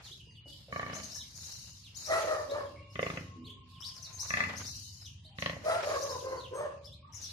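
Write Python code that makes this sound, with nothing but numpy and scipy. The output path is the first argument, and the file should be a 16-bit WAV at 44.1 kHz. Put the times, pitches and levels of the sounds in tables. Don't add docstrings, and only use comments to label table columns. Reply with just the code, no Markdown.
import sys
import numpy as np
from scipy import signal
from scipy.fft import rfft, irfft
from scipy.io import wavfile
from scipy.ndimage import uniform_filter1d

SR = 44100
rng = np.random.default_rng(int(sys.argv[2]) if len(sys.argv) > 2 else 0)


def unload_audio(sound):
    columns = np.transpose(np.atleast_2d(sound))
    steps = np.round(np.clip(columns, -1, 1) * 32767)
    wavfile.write(sys.argv[1], SR, steps.astype(np.int16))


def field_ratio(decibels):
    return 10 ** (np.asarray(decibels, dtype=float) / 20)


N = 322812

# start in seconds, length in seconds, flaps per second, speed-up in flaps/s per s.
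GRUNTS = [
    (.725, .31, 28.6, 5),
    (2.955, .27, 27.4, 2.3),
    (4.304, .3, 30.2, 0),
    (5.385, .2, 26, 19),
]
# time in seconds, level in dB.
EFFORT = [
    [(.725, -31.5), (.76, -29), (.796, -28.5), (.865, -34), (.93, -36.5), (1.03, -46)],
    [(2.957, -34), (2.994, -26), (3.03, -24.5), (3.066, -27), (3.1, -31), (3.14, -45), (3.174, -30.5),
     (3.22, -59)],
    [(4.304, -27.5), (4.338, -22), (4.371, -24.5), (4.404, -21), (4.436, -26.5), (4.47, -40),
     (4.535, -41.5), (4.6, -61)],
    [(5.385, -30.5), (5.424, -22), (5.461, -20.5), (5.497, -26.5), (5.532, -35.5), (5.58, -45)],
]
# frequency in Hz, width in Hz, level in dB.
SNOUTS = [
    [(617, 270, 0), (1160, 23.6, 12.5), (1750, 150, 4), (2260, 67, 2.5), (2970, 44, -2.5), (4070, 170, -10)],
    [(511, 206, 12.5), (1182, 82, 11), (1670, 220, 8), (2020, 100, 15), (2470, 400, 8), (2950, 330, 5),
     (3500, 210, 1.5)],
    [(610, 88, -9.5), (1190, 33, 6), (1728, 51, 10), (2000, 45, 13), (2290, 110, 1), (2570, 134, 3.5),
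     (3520, 150, -12.5), (4310, 65, -5)],
    [(570, 140, 3), (1086, 110, 4), (1920, 190, 9), (2910, 590, 2.5), (3540, 190, 1), (4050, 190, 1.5),
     (5400, 900, -10)],
]
# frequency in Hz, width in Hz, level in dB.
CHEST = [(96, 36, -7.5), (177, 238, 1.5), (300, 69, -0.5)]
THUMP_DB = [-39, -38.5, -38, -37]
SNAP = [6, 2, 7, 5]
# treble lost by its end in dB per octave; below zero, treble is gained.
CLOSING_DB = [-16, 0.5, 10, 17]
PUFF_S = [.0014, .004, .0016, .0016]
# time in seconds, pitch in Hz, effort in dB.
CRIES = [
    [(2.045, 601, -80), (2.101, 629.6, -28.5), (2.187, 662, -29.5), (2.222, 671, -41)],
    [(2.222, 610, -40), (2.232, 591, -35), (2.322, 630.3, -31.5), (2.332, 622.8, -32.5),
     (2.39, 593.6, -38.5), (2.414, 574, -39), (2.465, 624, -53)],
    [(2.47, 520, -54), (2.524, 574.6, -33.5), (2.544, 576, -38), (2.564, 585.6, -35), (2.584, 568.7, -33.5),
     (2.628, 553, -51), (2.67, 536, -41)],
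    [(5.628, 585, -55), (5.662, 617, -30), (5.678, 639, -30.5), (5.7, 651, -29), (5.734, 659.3, -30),
     (5.766, 687, -34.5), (5.81, 686, -49)],
    [(5.82, 554, -43), (5.872, 598.6, -32.5), (5.922, 604, -31), (5.942, 562, -40), (5.985, 549, -34)],
    [(5.985, 499.3, -43), (6.053, 570, -36), (6.091, 564, -47), (6.103, 528.5, -38), (6.131, 505, -41),
     (6.155, 500.4, -44), (6.177, 503.5, -41), (6.195, 509, -50)],
    [(6.21, 500, -46), (6.28, 525.7, -37), (6.312, 537, -44), (6.328, 543, -33.5), (6.39, 495.7, -44.5),
     (6.408, 482, -56), (6.42, 501, -58)],
    [(6.505, 472.4, -44), (6.551, 515.4, -37.5), (6.585, 590.6, -40), (6.605, 595, -33),
     (6.637, 594.7, -36.5), (6.697, 558.7, -46.5), (6.745, 589, -51)],
]
# frequency in Hz, level in dB.
MOUTH = [(700, 2.5), (1000, 8), (1400, 0), (2000, -7), (2600, -23), (3200, -27.5), (6400, -26),
         (9000, -20.5), (14000, -41)]
# start in seconds, top pitch in Hz, level in dB.
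HOOKS = [(0.924, 6950, -42.5), (1.017, 6830, -43.5), (1.094, 5880, -45), (1.339, 7360, -48.5),
         (1.425, 6920, -42.5), (1.502, 6160, -46), (1.661, 6400, -64), (1.741, 5530, -60.5),
         (1.942, 7180, -41.5), (2.04, 6270, -37.5), (4.183, 6465, -34), (4.27, 6360, -37.5),
         (4.551, 6800, -40.5), (4.642, 6170, -38.5), (4.729, 6210, -45), (5.035, 6430, -48.5),
         (5.809, 6070, -51), (5.909, 5400, -54), (6.003, 6370, -39), (6.08, 5800, -42.5),
         (6.831, 5620, -49), (7.111, 7400, -69)]
# start in seconds, length in seconds, first pitch in Hz, level in dB.
FALLS = [(.048, 0.035, 4440, -51), (.198, 0.015, 3400, -53), (.523, 0.011, 3500, -53.5),
         (1.208, 0.015, 3650, -50.5), (1.836, 0.042, 4490, -55), (3.466, 0.017, 3670, -48.5),
         (3.868, 0.024, 5760, -44.5), (3.956, 0.029, 5730, -50), (4.024, 0.021, 6250, -45),
         (4.045, 0.024, 4670, -47.5), (5.05, 0.026, 4000, -50.5), (6.195, 0.0222, 3710, -59),
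         (6.394, 0.018, 4420, -48.5), (6.435, 0.026, 3800, -49), (7.146, 0.028, 6820, -46),
         (7.218, 0.037, 6540, -45.5), (7.244, 0.023, 4420, -51)]
# start in seconds, length in seconds, first pitch in Hz, level in dB.
RISES = [(.115, 0.019, 3250, -46), (2.498, 0.02, 3500, -48.5), (3.445, 0.021, 3700, -54.5),
         (3.497, 0.011, 3090, -44.5), (3.822, 0.025, 3005, -44.5), (3.848, 0.019, 4370, -42),
         (3.805, 0.017, 5000, -46.5), (5.246, 0.019, 3610, -54.5), (5.885, 0.024, 3650, -55),
         (6.921, 0.022, 3250, -51.5), (7.294, 0.014, 3860, -49)]
# start in seconds, length in seconds, pitch in Hz, level in dB.
LEVELS = [(.95, 0.023, 6770, -47), (1.148, 0.033, 5610, -42.5), (1.148, 0.022, 6500, -45.5),
          (1.192, 0.026, 3880, -46), (5.012, 0.0091, 5070, -49), (4.13, 0.045, 6450, -49.5),
          (.255, 0.093, 4980, -67.5), (2.66, 0.018, 3300, -61), (2.9, 0.0182, 5220, -60.5),
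          (6.372, 0.021, 4490, -52.5), (6.872, 0.0079, 3500, -50.5), (7.128, 0.051, 5780, -50),
          (7.225, 0.027, 5870, -44)]
# start in seconds, length in seconds, first pitch in Hz, level in dB.
DROOPS = [
    (.355, 0.032, 3530, -58),
    (3.611, 0.03, 3500, -70),
    (3.737, 0.044, 3730, -59.5),
    (3.895, 0.026, 3600, -55.5),
]
# peak in seconds, level in dB, fading in dB per second.
HIGH_HAZE = [(.05, -42.5, 78), (.49, -55, 70), (.73, -46.5, 18), (.95, -39.5, -18.5), (1.36, -37.5, -16),
             (1.97, -37, -26), (2.5, -44.5, 64), (2.93, -51.5, 0), (3.02, -40.5, 35), (3.18, -54, 166),
             (3.46, -74, 90), (3.82, -51, -38), (4.21, -34, 14), (4.58, -37, -15), (4.85, -46, 117.5),
             (5.03, -49, 152), (5.4, -38, 59), (5.66, -36.5, 60), (5.84, -38, -29), (6.1, -55, 200),
             (6.55, -52, 29), (6.85, -57, 178), (7.15, -54, 5)]
# peak in seconds, level in dB, fading in dB per second.
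LOW_HAZE = [(.04, -56, 60), (.49, -51, 34), (1.84, -58.5, 65), (2.56, -55, 32), (3.455, -72, 79),
            (3.69, -60, 51), (5.245, -66.5, 99), (6.4, -70, 62), (6.85, -61.5, 83), (7.22, -48, 20)]
# multiple of the base pitch, level in dB.
SQUEAK = [(2, -71), (3, -49), (4, -47.5), (5, -61), (6, -63)]
# start in seconds, peak in dB, pitch in Hz, ring time in seconds.
TICKS = [(0.269, -58, 436, 0.045), (0.309, -64, 1900, 0.021), (.31, -54, 6450, 0.012),
         (0.458, -52, 555, 0.058), (0.683, -50, 559, 0.25), (.69, -77, 2220, 0.049),
         (1.15, -64, 1018, 0.17), (1.155, -56, 1715, 0.071), (1.235, -60.5, 2260, 0.069),
         (2.76, -62, 2290, 0.55), (2.922, -67, 5300, 0.017), (.963, -41.5, 627, 0.069),
         (.995, -59, 585, 0.085), (3.173, -49, 6800, 0.014), (3.359, -51.5, 249.6, 0.67),
         (3.47, -63.5, 423, 0.32), (0.109, -66, 375, 0.17), (0.461, -54.5, 294, 0.079),
         (3.806, -52, 1190, 0.019), (3.99, -68, 657, 0.17), (4.19, -66, 853, 0.36),
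         (4.229, -51.5, 1098, 0.14), (5.25, -68.5, 632, 0.2), (5.3, -69, 800, 1), (6.845, -70, 9200, 0.017),
         (.459, -84, 1488, 0.091), (2.459, -58.5, 279.8, 0.76), (2.7, -61.5, 300, 0.64),
         (4.4, -52.5, 249.4, 0.38), (6.3, -58, 300, .4), (6.845, -55, 4000, 0.018), (7.09, -66, 950, 0.34),
         (7.135, -63, 2000, 0.1)]
# time in seconds, pitch in Hz, level in dB.
NOTES = [
    [(2.55, 1086, -65), (2.734, 1104, -73.5), (3.3, 1072, -70.5), (3.6, 1066, -70), (3.9, 1054, -71.5),
     (4.228, 1028, -71.5), (4.35, 1160, -65)],
    [(0.22, 2857, -74), (0.5, 2905, -67.5), (0.55, 3100, -71)],
    [(0.72, 2888, -96), (0.85, 2980, -69), (1.0, 2970, -64)],
    [(2.75, 2550, -80), (2.834, 2807, -72), (3.8, 2900, -84)],
    [(4.8, 2940, -76), (5.276, 3160, -74), (5.35, 3190, -83)],
    [(7.025, 1090, -65), (7.07, 1260, -69.5), (7.13, 1130, -76)],
]
# peak in seconds, level in dB, fading in dB per second.
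WASH = [(.01, -56.5, 87), (.47, -73.5, 58), (.9, -44.5, 45), (1.4, -61, 0), (2.2, -38.5, 75),
        (2.55, -54.5, 77), (3.15, -52, 112), (3.85, -63.5, -19), (4.42, -38.5, 54), (5.04, -68, 99),
        (5.48, -64.5, 60), (5.75, -41, 6), (6.62, -61, 109), (7.2, -61.5, 4)]
# frequency in Hz, level in dB per Hz.
YARD = [(15, -38), (25, -9), (93, 2.5), (131, -4.5), (309, -23), (749, -51), (1000, -29), (1310, -46.5),
        (1960, -38), (2850, -21.5), (4260, -35.5), (10300, -51), (15000, -82)]
# time in seconds, level in dB.
HUM = [(0.0, -77), (1.53, -59.5), (3.24, -41.5), (3.71, -55.5), (4.47, -45), (7.07, -52.5), (7.32, -45)]
# frequency in Hz, correlation from -1 to 1.
SAME = [(60, .96), (180, .95), (540, .45), (1400, .1), (4950, -.05)]
# delay in seconds, left gain, right gain.
ECHOES = [(.0018, 1.1, .95), (.0043, .25, -.3), (.0072, .4, .33), (.012, .15, -.2), (.015, .2, -.25)]
# frequency in Hz, 60 dB decay time in seconds.
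SHED = [(100, 0.84), (500, 0.64), (1500, 0.44), (4000, 0.25), (7000, 0.35), (14000, 0.082)]
# frequency in Hz, level in dB.
GATE = [(300, -130), (1500, -102), (3500, -96), (6000, -99), (8000, -107), (14000, -105)]


def grunts():
    out, k = np.zeros(N), np.arange(12)
    settings = zip(GRUNTS, EFFORT, THUMP_DB, SNOUTS, SNAP, CLOSING_DB, PUFF_S)
    for (start, length, rate, speedup), effort, thump_db, snout, snap, shut_db, puff_s in settings:
        puffs, chance = rng.standard_normal((12, 600)), rng.standard_normal((12, 10))
        flaps = 2 * k / (rate + np.sqrt(rate ** 2 + 2 * speedup * k))
        for t, air, (deep, *odd) in zip(flaps[flaps < length], puffs, chance):
            closing_db = shut_db * (t / length) ** 4.9
            open_now = []
            for (hz, width, top_db), v in zip(snout, odd):
                mode_db = top_db + 0.87 * v - closing_db * np.log2(hz / 500)
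                open_now.append((hz + 0.2 * width * v, 0.97 * width, mode_db))
            puff = 0.55 * air * np.exp(-np.arange(600) / SR / puff_s)
            puff[:3] += snap
            knock = np.convolve(ring(open_now), uniform_filter1d(puff, size=5))
            knock_db = np.interp(start + t, *np.transpose(effort)) + 4.0
            add(out, start + t, field_ratio(knock_db) * knock / abs(knock).max())
            flap_db = thump_db - 4 * (t / length) ** 1.9 + 2 * deep
            add(out, start + t, field_ratio(flap_db) * ring(CHEST))
    return out


def ring(modes):
    t = np.arange(SR // 8) / SR
    out = np.zeros(len(t))
    for k, (hz, width, db) in enumerate(modes):
        out += (-1) ** k * field_ratio(db) * width * np.exp(-np.pi * width * t) * np.sin(2 * np.pi * hz * t)
    out = -out * (1 - np.exp(-t / 0.00015))
    return out / abs(out).max()


def cry(rows):
    s, (hz, effort_db) = columns(rows)
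    n, db = len(hz), effort_db.max()
    t = np.arange(n) / SR
    turns = np.cumsum(hz * (1 + .035 * wander(n, count=150))) / SR
    flutter = field_ratio(2.2 * np.clip(wander(n, count=160), -3, 1.5))
    puffs = (0.36 + np.exp(-(turns % 1) / 0.074)) * rng.standard_normal(n)
    comb = sum(np.cos(2 * np.pi * k * turns) * field_ratio(3.5 * wander(n, count=700)) for k in range(2, 9))
    rough = .55
    drive = (1 - rough) * evened(comb) + rough * evened(puffs)

    f = np.fft.rfftfreq(n, 1 / SR)
    tilt_db = 2.8 * (db + 32.5) * np.log2(np.minimum(f, 3000) / 1000 + .5)
    upper = evened(irfft(rfft(drive) * field_ratio(read(MOUTH, f) + tilt_db) * (f > 750), n))
    breath = evened(resonate(resonate(puffs, hz * .84, 180), hz * .84, 180))
    low = evened(np.sin(2 * np.pi * turns) + .3 * breath)
    second_hz = hz * 1.26
    second = evened(resonate(resonate(puffs, second_hz, 90), second_hz, 90))

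    opening = np.clip(t / 0.083, 0, 1) ** 1.04
    mouth = opening * uniform_filter1d(field_ratio(effort_db), size=2000)
    chest = flutter * (field_ratio(effort_db) * low + mouth * field_ratio(-18 + 2.4 * (db + 32)) * second)
    head = np.sqrt(flutter) * mouth * field_ratio(-2.5) * upper
    pair = np.array([chest + head, np.roll(chest, 15) + np.roll(head, 8)])
    return s, field_ratio(3.5) * pair * signal.windows.tukey(n, .15)


def chirps():
    out, t = np.zeros((2, N)), np.arange(0, 0.042, 1 / SR)
    below = np.exp(-(t / 0.017) ** 1.567)
    for s, top_hz, db in HOOKS:
        add(out, s, whistle(top_hz * (1 - .38 * below - 1.096 * t), field_ratio(-15.5 * below), db))
    for rows, hz_per_s in (FALLS, -43000), (RISES, 44000), (LEVELS, -5000), (DROOPS, -25000):
        for s, length, from_hz, db in rows:
            u = np.linspace(-.1, 1.1, round(1.35 * length * SR))
            add(out, s - 0.085 * length, whistle(from_hz + hz_per_s * length * u, 1.0, db))
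    return out


def whistle(hz, swell, db):
    high = hz.max() > 5250
    hoarse = 1 if high else .45
    octave_db, pan_db = (-50, 12.) if high else (-26, -1.5)
    turn = 2 * np.pi * np.cumsum(hz + 170 * hoarse * wander(len(hz), count=30)) / SR
    husk = 1 + .6 * hoarse * wander(len(hz), count=40)
    tone = np.sin(turn) + field_ratio(octave_db) * np.sin(2 * turn)
    tone = tone * husk * swell * np.hanning(len(hz)) ** 0.12
    return field_ratio(db + 2.0) * field_ratio(np.array([[.3], [-.7]]) * pan_db) * tone


def rasp(birds):
    band = signal.butter(3, [6200, 13500], "bandpass", fs=SR, output="sos")
    hiss = signal.sosfilt(band, rng.standard_normal(birds.shape))
    hiss = signal.lfilter([1], [1, -.8], hiss)
    z = signal.stft(hiss, nperseg=512)[2]
    patches = uniform_filter1d(rng.standard_normal(z.shape[1:]), size=2, axis=0)
    patches = evened(uniform_filter1d(patches, size=10, axis=1))
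    hiss = signal.istft(z * field_ratio(2.5 * np.clip(patches, -3, 2)), nperseg=512)[1][:, :N]
    power = abs(uniform_filter1d(birds ** 2, size=350))
    return field_ratio(-10.5) * evened(hiss) * np.sqrt(0.41 * power + 0.47 * power.mean(0))


def haze_layer(surging, low_hz, span_hz, left_db, right_db):
    out, u = np.zeros((2, N)), np.linspace(-.5, .5, 600)
    for at, pitch, glide, side, size in rng.random((8000, 5)):
        hz = low_hz + span_hz * pitch + 2000 * (glide - .35) * u
        turn = 2 * np.pi * np.cumsum(hz) / SR
        note = field_ratio(5 * size ** 3) * np.sin(turn + 99 * size) * np.hanning(600)
        add(out[int(2 * side)], at * N / SR, note)
    return evened(out) * surges(surging, rise_db_per_s=587) * field_ratio(np.array([[left_db], [right_db]]))


def squeak():
    start_s, base_hz, fade_db_per_s = 6.535, 2094, 174
    t = np.arange(SR // 4) / SR
    out, noise = np.zeros(N), rng.standard_normal((len(SQUEAK), len(t)))
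    for (k, db), v in zip(SQUEAK, noise):
        band = evened(resonate(resonate(v, k * base_hz, 470), k * base_hz, 420))
        add(out, start_s, field_ratio(db - fade_db_per_s * t) * band * np.minimum(t / 0.044, 1))
    return out


def ticks():
    out, t = np.zeros(N), np.arange(SR // 3) / SR
    for s, db, hz, t60 in TICKS:
        ragged = 1 + .6 * wander(len(t), count=120)
        turn = 2 * np.pi * np.cumsum(hz * (1 + .04 * wander(len(t), count=200))) / SR
        onset = np.minimum(t * hz, 1)
        add(out, s, field_ratio(db - 60 * t / t60) * ragged * np.sin(turn) * onset)
    return out


def far_notes():
    out = np.zeros(N)
    for rows in NOTES:
        s, (hz, db) = columns(rows)
        n = len(hz)
        fading = field_ratio(9 * np.minimum(wander(n, count=1000), .6))
        tone = np.sin(2 * np.pi * np.cumsum(hz * (1 + 0.0116 * wander(n, count=300))) / SR)
        add(out, s, field_ratio(db + 5) * fading * tone * signal.windows.tukey(n, .1))
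    return out


def wash():
    band = signal.butter(2, [380, 2500], "bandpass", fs=SR, output="sos")
    noise = evened(signal.sosfilt(band, rng.standard_normal((2, N))))
    return ports(*noise) * surges(WASH, rise_db_per_s=114.5) * field_ratio(-2.5 + 3.5 * wander(N, count=600))


def yard():
    hz = np.fft.rfftfreq(1024, 1 / SR)
    a, b, patches = rng.standard_normal((N // 256 + 5, 2, 513, 3)).T
    patches = evened(uniform_filter1d(uniform_filter1d(patches[:, :1], 10, 0), 16, 2))
    patches_db = 6 * np.clip(hz / 600, 0, 1)[:, None, None] * np.clip(patches, -3, 1.1)
    z = (a + 1j * b) * field_ratio(read(YARD, hz)[:, None, None] + patches_db)
    air = evened(signal.istft(z.transpose(1, 0, 2), nperseg=1024, noverlap=768)[1][:, :N])
    return field_ratio(-57 + 1.5) * ports(*air) + engine()


def engine():
    t = np.arange(N) / SR
    beats = np.cumsum(20.0 * (1 + 0.065 * wander(N, count=3000))) / SR
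    firing = np.diff(np.floor(beats), prepend=0) * (1 + 0.29 * wander(N, count=900))
    throb = evened(resonate(resonate(firing, 90.0, 16.3), 96, 46))
    rush = evened(resonate(resonate(rng.standard_normal(N), 88.0, 35), 107.0, 71))
    level_db = np.interp(t, *np.transpose(HUM)) - 8.5
    return field_ratio(level_db) * evened(throb + 0.19 * rush)


def near(x):
    taps = np.zeros((2, SR // 40))
    taps[1, 0] = taps[0, 7] = 1
    for s, left, right in ECHOES:
        taps[:, round(s * SR)] += left, right
    left, right = ports(*signal.oaconvolve(x[None], taps, axes=1)[:, :N])
    return np.array([np.roll(left, 6), right])


def shed(x):
    taps = np.zeros((2, SR))
    at = np.arange(300, SR - 20, 20) + rng.integers(0, 20, (2, (SR - 301) // 20))
    np.put_along_axis(taps, at, rng.choice([-1., 1.], at.shape), 1)
    hz, t, z = signal.stft(taps, SR, nperseg=512)
    t60 = read(SHED, hz)[:, None]
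    tail = signal.istft(z * field_ratio(-60 * t / t60) / np.sqrt(t60), SR, nperseg=512)[1]
    tail = tail / np.linalg.norm(tail[0])
    return ports(*signal.fftconvolve(x * np.ones((2, 1)), tail, axes=1)[:, :N])


def ports(left, other):
    same = np.clip(read(SAME, np.fft.rfftfreq(N, 1 / SR)), -1, 1)
    right = irfft(same * rfft(left) + np.sqrt(1 - same ** 2) * rfft(other), N)
    return np.array([left, right])


def surges(rows, rise_db_per_s):
    t = np.arange(N) / SR
    power = np.zeros(N)
    for s, db, fade in rows:
        drop_db = np.where(t < s, rise_db_per_s * (s - t), fade * (t - s) + 90 * (t - s) ** 2)
        power += field_ratio(db - drop_db) ** 2
    return np.sqrt(power)


def resonate(x, hz, width):
    turn = np.exp(2j * np.pi * np.cumsum(hz * np.ones(x.shape[-1])) / SR)
    r = np.exp(-np.pi * width / SR)
    return 2 * (turn * signal.lfilter([1 - r], [1, -r], x / turn + 1e-18)).real


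def wander(n, count):
    return evened(uniform_filter1d(uniform_filter1d(rng.standard_normal(n), count), count))


def evened(x):
    return x / np.sqrt(np.mean(x ** 2) + 1e-20)


def read(points, hz):
    f, value = np.transpose(points)
    return np.interp(np.log(hz + 1), np.log(f + 1), value)


def columns(rows):
    s, *cols = np.transpose(rows)
    t = np.arange(s[0], s[-1], 1 / SR)
    return s[0], [np.interp(t, s, c) for c in cols]


def add(mix, s, sound):
    part = mix[..., round(s * SR):][..., :sound.shape[-1]]
    part += sound[..., :part.shape[-1]]


def scene():
    sow = grunts()
    piglet = np.zeros((2, N))
    for rows in CRIES:
        add(piglet, *cry(rows))
    birds, far, small = chirps(), far_notes(), ticks()
    treble = signal.butter(2, 4300, "highpass", fs=SR, output="sos")
    birds = birds + rasp(signal.sosfilt(treble, birds))
    haze = haze_layer(HIGH_HAZE, low_hz=3710, span_hz=3223, left_db=-7.5, right_db=-10.5)
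    haze = haze + haze_layer(LOW_HAZE, low_hz=3343, span_hz=2050, left_db=-1.8, right_db=-0.5)

    wet = field_ratio(-10) * piglet[0] + field_ratio(-4) * sow + field_ratio(-8) * haze
    wet = wet + field_ratio(-3.5) * birds.mean(0) + field_ratio(2.0) * far + field_ratio(3.0) * small
    direct = field_ratio(-0.5) * near(sow) + field_ratio(-5) * piglet + field_ratio(-2.5) * birds
    direct = direct + field_ratio(-3.0) * far + field_ratio(3.0) * small
    return direct + shed(wet) + squeak() + field_ratio(-4) * haze + rasp(haze) + wash() + yard()


def top_cut(x):
    return signal.sosfilt(signal.butter(12, 15510, fs=SR, output="sos"), x)


def record(dry):
    x = signal.sosfilt(signal.butter(4, 62, "highpass", fs=SR, output="sos"), dry)
    x = signal.sosfilt(signal.butter(8, 15200, fs=SR, output="sos"), x)
    hz, t, z = signal.stft(x, SR, nperseg=2048)
    power = (abs(z[:, :1024]) ** 2).mean(0).reshape(128, 8, -1).mean(1)
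    band_db = 10 * np.log10(power + 1e-20)
    around_db = 10 * np.log10(abs(uniform_filter1d(power, size=15, axis=0)) + 1e-20)
    centre = hz[4:1024:8, None]
    masked_db = around_db - np.where(centre > 8000, 2, 11)
    limit_db = np.maximum(read(GATE, centre), np.where(centre > 2500, masked_db, -200))
    z[:, :1024] *= np.repeat(np.where(band_db < limit_db, field_ratio(-22), 1), 8, axis=0)
    mix = signal.istft(z, SR, nperseg=2048)[1][:, :N]
    return top_cut(mix)


dry = scene()
out = record(dry)
unload_audio(out)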